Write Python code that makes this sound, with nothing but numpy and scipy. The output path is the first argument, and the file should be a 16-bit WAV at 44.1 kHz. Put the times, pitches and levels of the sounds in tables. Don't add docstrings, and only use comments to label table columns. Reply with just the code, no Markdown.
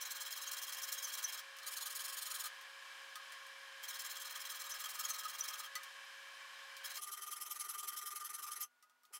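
import sys
import numpy as np
from scipy import signal
from scipy.fft import rfft, irfft, next_fast_len
from scipy.io import wavfile
from scipy.ndimage import map_coordinates

SR = 44100
rng = np.random.default_rng(int(sys.argv[2]) if len(sys.argv) > 2 else 0)


def generate_wav(sig):
    pcm = np.round(np.clip(np.atleast_2d(sig).T, -1, 1) * 32767).astype(np.int16)
    wavfile.write(sys.argv[1], SR, pcm)


N = 405279


def amp(db):
    return 10 ** (np.asarray(db) / 20)


def unit(x):
    return x / np.sqrt(np.mean(x ** 2) + 1e-20)


def curve(rows):
    return np.interp(np.arange(N) / SR, *np.transpose(rows))


def wobble(rate, size=N):
    knots = rng.standard_normal(int(size * rate / SR) + 4)
    return map_coordinates(knots, [np.arange(size) * rate / SR])


def add(track, s, sound):
    part = track[max(round(s * SR), 0):][:len(sound)]
    part += sound[:len(part)]


def body(x, colour, modes=(), size=8192):
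    hz = np.fft.rfftfreq(size, 1 / SR)
    colour_hz, colour_db = np.transpose(colour)
    db = np.interp(np.log(hz + 1), np.log(colour_hz), colour_db)
    db = db + sum(height / (1 + (2 * (hz - centre) / width) ** 2) for centre, width, height in modes)
    cepstrum = irfft(np.log(amp(db)))
    cepstrum[1:size // 2] *= 2
    cepstrum[size // 2 + 1:] = 0
    impulse_response = irfft(np.exp(rfft(cepstrum)))
    return signal.oaconvolve(x, impulse_response)[:N]


def lowpass(x, hz, order):
    padded = next_fast_len(N + SR // 4)
    gain = 1 / (1 + (np.fft.rfftfreq(padded, 1 / SR) / hz) ** order)
    return irfft(rfft(x, padded) * gain, padded)[..., :N]


def flat_file():
    # time in seconds, strokes done (even push, odd pull).
    flat_runs, tilted_runs = [
        [(0, 0), (0.088, 2), (0.711, 14), (1.214, 24), (1.411, 28)],
        [(3.815, 1), (4.141, 7), (5.567, 36), (5.675, 38)],
        [(6.832, 0), (6.888, 1), (6.933, 2), (6.992, 3)],
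    ], [
        [(1.615, 1), (1.655, 2), (1.754, 4), (1.987, 9), (2.378, 18), (2.485, 20)],
    ]
    # time in seconds, effort in dB.
    flat_effort, tilted_effort = [(0, -46.5), (0.14, -49), (0.8, -47.5), (1.2, -46.5), (1.4, -52.5),
                                  (3.83, -54), (3.91, -48.5), (4.15, -50.5), (4.8, -50), (5.07, -48),
                                  (5.25, -51.5), (5.59, -50.5), (5.66, -54), (6.85, -49.5)], [(1.63, -61), (1.68, -47.5), (1.96, -47), (2.36, -47),
                                                       (2.46, -46.5)]
    # frequency in Hz, level in dB.
    flat_colour, tilted_colour = [(300, -29), (900, 1.5), (2200, 2), (4000, -19), (6500, 5), (9000, -0.6),
                                  (15000, 3.5)], [(300, -27), (900, -4), (2200, -6.5), (4000, -2),
                                                       (6500, -2), (9000, 5), (15000, 1.2)]
    # centre in Hz, width in Hz, height over the colour in dB.
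    flat_modes, tilted_modes = [(1252, 100, 8), (1451, 27, 13.5), (2785, 41, 15), (3240, 343, 23.5),
                                (3850, 386, 19), (4185, 423, 20.5), (4537, 110, 10), (5220, 670, 12.5),
                                (6290, 135, 7.5), (7573, 77, 13), (8700, 85, 9), (9620, 24, 7),
                                (10970, 300, 6.5), (14995, 59, 10)], [(1241, 105, 18.4), (1600, 440, 7.2), (3150, 520, 9.4),
                                                    (4090, 440, 9), (4610, 55, 7.2), (5350, 290, 9.5),
                                                    (6300, 140, 12.5), (6890, 400, 12), (9850, 46, 6.4),
                                                    (14900, 170, 11)]
    # time in seconds, relative level in dB.
    swing_level = [(4.1, -5), (4.8, 9.5), (5.3, 14), (6.7, -11)]

    flat_strokes = to_and_fro(flat_runs, flat_effort, lead_db=3.0, weight_db=-51.0,
                              drag_db=1.2, push_longer=-0.03)
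    tilted_strokes = to_and_fro(tilted_runs, tilted_effort, lead_db=1.5, weight_db=-47.5,
                                drag_db=0.5, push_longer=-0.08)
    flat = rasp(strokes_of(flat_strokes, skew=.82, fullness=0.39),
                pass_hz=5930, regular=0.13, split_hz=4700, grip_db=2.1)
    tilted = rasp(strokes_of(tilted_strokes, skew=.82, fullness=0.73),
                  pass_hz=4460, regular=0.09, split_hz=5000, grip_db=1.2)
    swing = body(flat * amp(curve(swing_level)), [(1250, -32.5)], [(1272, 304, 41.7)])
    return body(flat, flat_colour, flat_modes) + body(tilted, tilted_colour, tilted_modes) + swing


def needle_file(ring_hz=1212, lag=0.0068):
    # time in seconds, strokes done (even push, odd pull).
    needle_runs = [
        [(6.974, 1), (7.007, 2), (7.205, 6), (7.491, 12), (7.724, 17), (8.281, 29), (8.591, 36), (8.653, 37)],
        [(9.122, 0), (9.182, 1)],
    ]
    # time in seconds, effort in dB.
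    needle_effort = [(6.98, -53.5), (7.04, -48.5), (7.2, -50.5), (7.57, -47), (8.1, -49), (8.55, -49),
                     (8.63, -48), (9.15, -53.5)]
    # frequency in Hz, level in dB.
    needle_colour = [(150, -38), (400, -15), (600, -13), (850, -3), (2500, -3.5), (6000, -4.5),
                     (10500, 2.5), (15000, -4.5)]
    # centre in Hz, width in Hz, height over the colour in dB.
    needle_modes = [(1196.3, 84, 27), (1360, 140, 10.8), (2010, 260, 5.5), (3130, 230, 10.7),
                    (4055, 136, 7.1), (4470, 99, 5.3), (5312, 230, 8.6), (6060, 530, 12.3), (7120, 170, 4),
                    (7680, 220, 11), (9800, 55, 3.9), (10560, 560, 4.7), (12280, 180, 14)]

    strokes = to_and_fro(needle_runs, needle_effort, lead_db=4.5, weight_db=-48.5,
                         drag_db=1.3, push_longer=0.02, follows=0.64)
    motion = strokes_of(strokes, skew=.78, fullness=0.37)
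    speed, _, push = motion
    force = rasp(motion, pass_hz=11430, regular=0.2, split_hz=2640, grip_db=1.0)
    scrape = body(force, needle_colour, [*needle_modes, (ring_hz, 80, -7)])
    build_up = np.exp(-np.arange(SR // 10) / (lag * SR)) / (lag * SR)
    swell = signal.oaconvolve(push * speed ** .5, build_up)[:N]
    ring_level = amp(-1.8 + 1.9 * wobble(70))
    ring = ring_level * np.sin(2 * np.pi * ring_hz * np.arange(N) / SR + wobble(40))
    return scrape + handle_bumps(strokes), swell * ring


def to_and_fro(runs, effort_db, lead_db, weight_db, drag_db, push_longer, follows=0.41):
    strokes = []
    for run in runs:
        s, done = np.transpose(run)
        k = np.arange(done[0], done[-1] + 1)
        turns = np.interp(k + push_longer * (k % 2), done, s)
        way = .5 - k[:-1] % 2
        middles = (turns[:-1] + turns[1:]) / 2
        effort = np.interp(middles, *np.transpose(effort_db))
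        scatter = 0.6 * rng.standard_normal(len(way))
        bite = effort + lead_db * way + scatter
        leaning = follows * (effort - np.median(effort_db, axis=0)[1])
        weight = weight_db + leaning - drag_db * way
        strokes += zip(turns[:-1], np.diff(turns), bite, weight, way > 0)
    return strokes


def strokes_of(strokes, skew, fullness, lag=.002, catch=0.0091, skate_db=-5):
    speed, bite, push = np.zeros((3, N))
    for s, length, bite_db, weight_db, _ in strokes:
        t = np.arange(max(int(length * SR), 2)) / SR
        arc = np.abs(np.sin(np.pi * (t / t[-1]) ** skew))
        catch_s = catch * np.exp(.25 * rng.standard_normal())
        skating = .5 - .5 * np.tanh((t - catch_s) / .0012)
        grip = amp(skate_db * skating)
        s = s + lag
        add(speed, s, arc)
        add(bite, s, amp(bite_db) * arc * grip)
        add(push, s, amp(weight_db) * arc ** fullness * grip ** .5)
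    return speed, bite, push


def rasp(motion, pass_hz, regular, split_hz, grip_db):
    speed, bite, push = motion
    uneven_grip = unit(amp(grip_db * wobble(170)))
    impacts = tip_echo(teeth(speed, pass_hz, regular)) * uneven_grip
    low = lowpass(impacts, split_hz, order=6)
    force = bite * (impacts - low) + push * low
    return force - lowpass(force, 213, order=6)


def teeth(speed, pass_hz, regular, scatter_db=1.5):
    hits = rng.random(N) < (1 + speed) / 5
    sizes = rng.standard_normal(N) * amp(scatter_db * rng.standard_normal(N))
    bites = unit(hits * sizes / np.sqrt(1 + speed))
    unsteady = 1 + .09 * wobble(20) + .07 * wobble(1500)
    pitch = pass_hz * np.minimum(speed, 1) ** .5 * unsteady
    whistle = unit(np.sin(2 * np.pi * np.cumsum(pitch) / SR))
    return unit(bites + regular * speed * whistle)


def tip_echo(x):
    delay = .0005 * SR * np.exp(.3 * wobble(18))
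    echo = map_coordinates(x, [np.arange(N) - delay])
    return unit(x + .38 * echo)


def handle_bumps(strokes, hz=415, db=-74.0, width=0.008, scatter_db=2.3):
    jolts, t = np.zeros(N), np.arange(-SR // 20, SR // 20) / SR
    for s, *_, pushes in strokes:
        if pushes:
            level = amp(db + scatter_db * rng.standard_normal())
            add(jolts, s + t[0] - width / 2, level * np.exp(-(t / width) ** 2 / 2))
    colour = [(100, -33), (400, -0.5), (850, 3), (1600, -25), (4000, -60)]  # Hz, dB
    handle = body(rng.standard_normal(N), colour, [(hz, 90, 13)])
    return jolts * unit(handle)


def chatter(width=0.0045, fall=0.0225, rough=0.03, throb_db=3):
    # time in seconds, level in dB before a common cut of 11 dB, middle pitch in Hz.
    squeaks = [(0.0189, -36, 5970), (0.0553, -35, 6530), (0.4783, -30, 6400), (0.835, -35, 6110),
               (0.9842, -35, 6380), (1.047, -23.5, 6230), (1.2468, -22.5, 6070), (1.776, -34, 4500),
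               (4.7207, -28.5, 6140), (5.0518, -29.5, 6680), (5.1103, -26, 6180), (5.4081, -30, 6010),
               (8.632, -33.5, 6300)]
    out, t = np.zeros(N), np.arange(-SR // 40, SR // 40) / SR
    for s, db, hz in squeaks:
        pitch = hz * (1 - fall * np.tanh(t / width) + rough * wobble(900, size=len(t)))
        swell = np.exp(-(t / width) ** 2 / 2) * amp(throb_db * wobble(285, size=len(t)))
        squeak = swell * np.sin(2 * np.pi * np.cumsum(pitch) / SR)
        add(out, s + t[0] + 0.0024, amp(db - 11.0) * squeak)
    return out


def knocks(scrape_t60=0.094, scrape_db=-6, attack=0.0065, tick_db=-3, tick_t60=0.01):
    # start in seconds, overall level in dB, lowest mode in relative dB, upper modes in relative dB.
    landings = [(1.567, -52, -12, -12), (1.586, -49, -7, -8), (2.612, -53, -15, -12),
                (3.156, -44.5, 6.5, -6), (3.322, -48.5, -8, -3), (3.466, -55, -12, -10),
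                (5.754, -38.5, 4.5, 4), (5.833, -46.5, -17, -14), (6.767, -47, -12, -10),
                (8.826, -60, 8, -6), (8.897, -68, 9.5, -16), (9.034, -65, 9.5, -13),
                (9.052, -62.5, -2, -14)]
    # frequency in Hz, relative level in dB, t60 in seconds.
    iron_modes = [(1247, -5.5, .13), (1997, 0, 0.076), (3230, -14.5, 0.074), (4400, 0, 0.055),
                  (5430, -10, 0.049), (6070, 0, 0.037), (7515, -7, 0.051), (9600, -20, 0.11)]
    ringing, scraping = np.zeros((2, N))
    t = np.arange(SR // 3) / SR
    for s, db, low_db, upper_db in landings:
        ring = np.zeros(len(t))
        for k, (hz, level, t60) in enumerate(iron_modes):
            mode_db = level + (upper_db if k else low_db) + rng.normal(0, 1)
            ring += amp(mode_db - 60 * t / t60) * np.sin(2 * np.pi * (hz * t + rng.random()))
        add(ringing, s, amp(db) * ring * (1 - np.exp(-t / attack)))
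        contact = amp(scrape_db - 60 * t / scrape_t60) + amp(tick_db - 60 * t / tick_t60)
        add(scraping, s, amp(db) * contact * rng.standard_normal(len(t)))
    return ringing + body(scraping, [(200, -33), (3500, 3.5), (15000, -1.5)])


def bench(x, t60):
    t = np.arange(SR // 4) / SR
    tail = rng.standard_normal(len(t)) * amp(-60 * t / t60)
    return signal.oaconvolve(x, tail / np.linalg.norm(tail))[:N]


def motor():
    # time in seconds, hum frequency in Hz.
    hum_speed = [(0.0, 547.5), (4.08, 543.5), (5.05, 551), (6.06, 548), (6.95, 548.5)]
    # multiple of the hum frequency, level in dB.
    hum_orders = [(.4, -100), (.6, -93.5), (.88, -85.5), (1, -70), (1.41, -83.5), (2, -67), (3, -65),
                  (4.28, -69)]
    # frequency in Hz, level in dB.
    rush_colour = [(100, -87), (180, -90), (260, -74), (600, -61.5), (800, -56.5), (2800, -50),
                   (6000, -57.5), (12000, -66.5), (15500, -75)]
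    # centre in Hz, width in Hz, height over the colour in dB.
    housing_modes = [(1079, 166, 12.5), (1674, 343, 14.06), (2311, 72, 8.3), (3113, 220, 7.4),
                     (4000, 154, 3.5), (5120, 115, 8.1)]
    stop, fade = 6.985, 0.018

    phase = 2 * np.pi * np.cumsum(curve(hum_speed) * (1 + .0015 * wobble(15))) / SR
    hum = sum(amp(db + 1.65 * wobble(12)) * np.sin(k * phase) for k, db in hum_orders)
    rush = body(rng.standard_normal(N), rush_colour, housing_modes) * amp(0.46 * wobble(9))
    running = np.clip((stop - np.arange(N) / SR) / fade + .5, 0, 1)
    return (hum + rush) * running


def quiet_shop():
    # frequency in Hz, level in dB.
    whine_lines = [(250, -98.5), (958, -88.5), (1443, -77)]
    # frequency in Hz, level in dB.
    air_colour = [(25, -99.5), (150, -89), (260, -85), (600, -74), (1300, -68), (3000, -76), (9000, -83.5),
                  (15000, -85)]
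    t = np.arange(N) / SR
    whine = sum(amp(db + wobble(10)) * np.sin(2 * np.pi * hz * t + .5 * wobble(12)) for hz, db in whine_lines)
    side = body(rng.standard_normal(N), [(60, -101), (500, -81.5), (9000, -97)])
    air = body(rng.standard_normal(N), air_colour)
    return whine + air + np.array([side, -side])


def scene():
    needle, ring = needle_file()
    work = flat_file() + needle + chatter() + knocks()
    mid = work + ring + amp(-6.5) * bench(work, t60=0.075) + motor()
    spread = body(bench(mid, t60=0.029), [(300, -18), (1500, -56.5), (9000, -30.5)])
    side = spread + amp(-40.5) * needle
    balance = amp([[.1], [-.1]])
    return np.array([mid + side, mid - side]) * balance + quiet_shop()


def record(dry):
    return lowpass(dry, 15850, order=200)


dry = scene()
out = record(dry)
generate_wav(out)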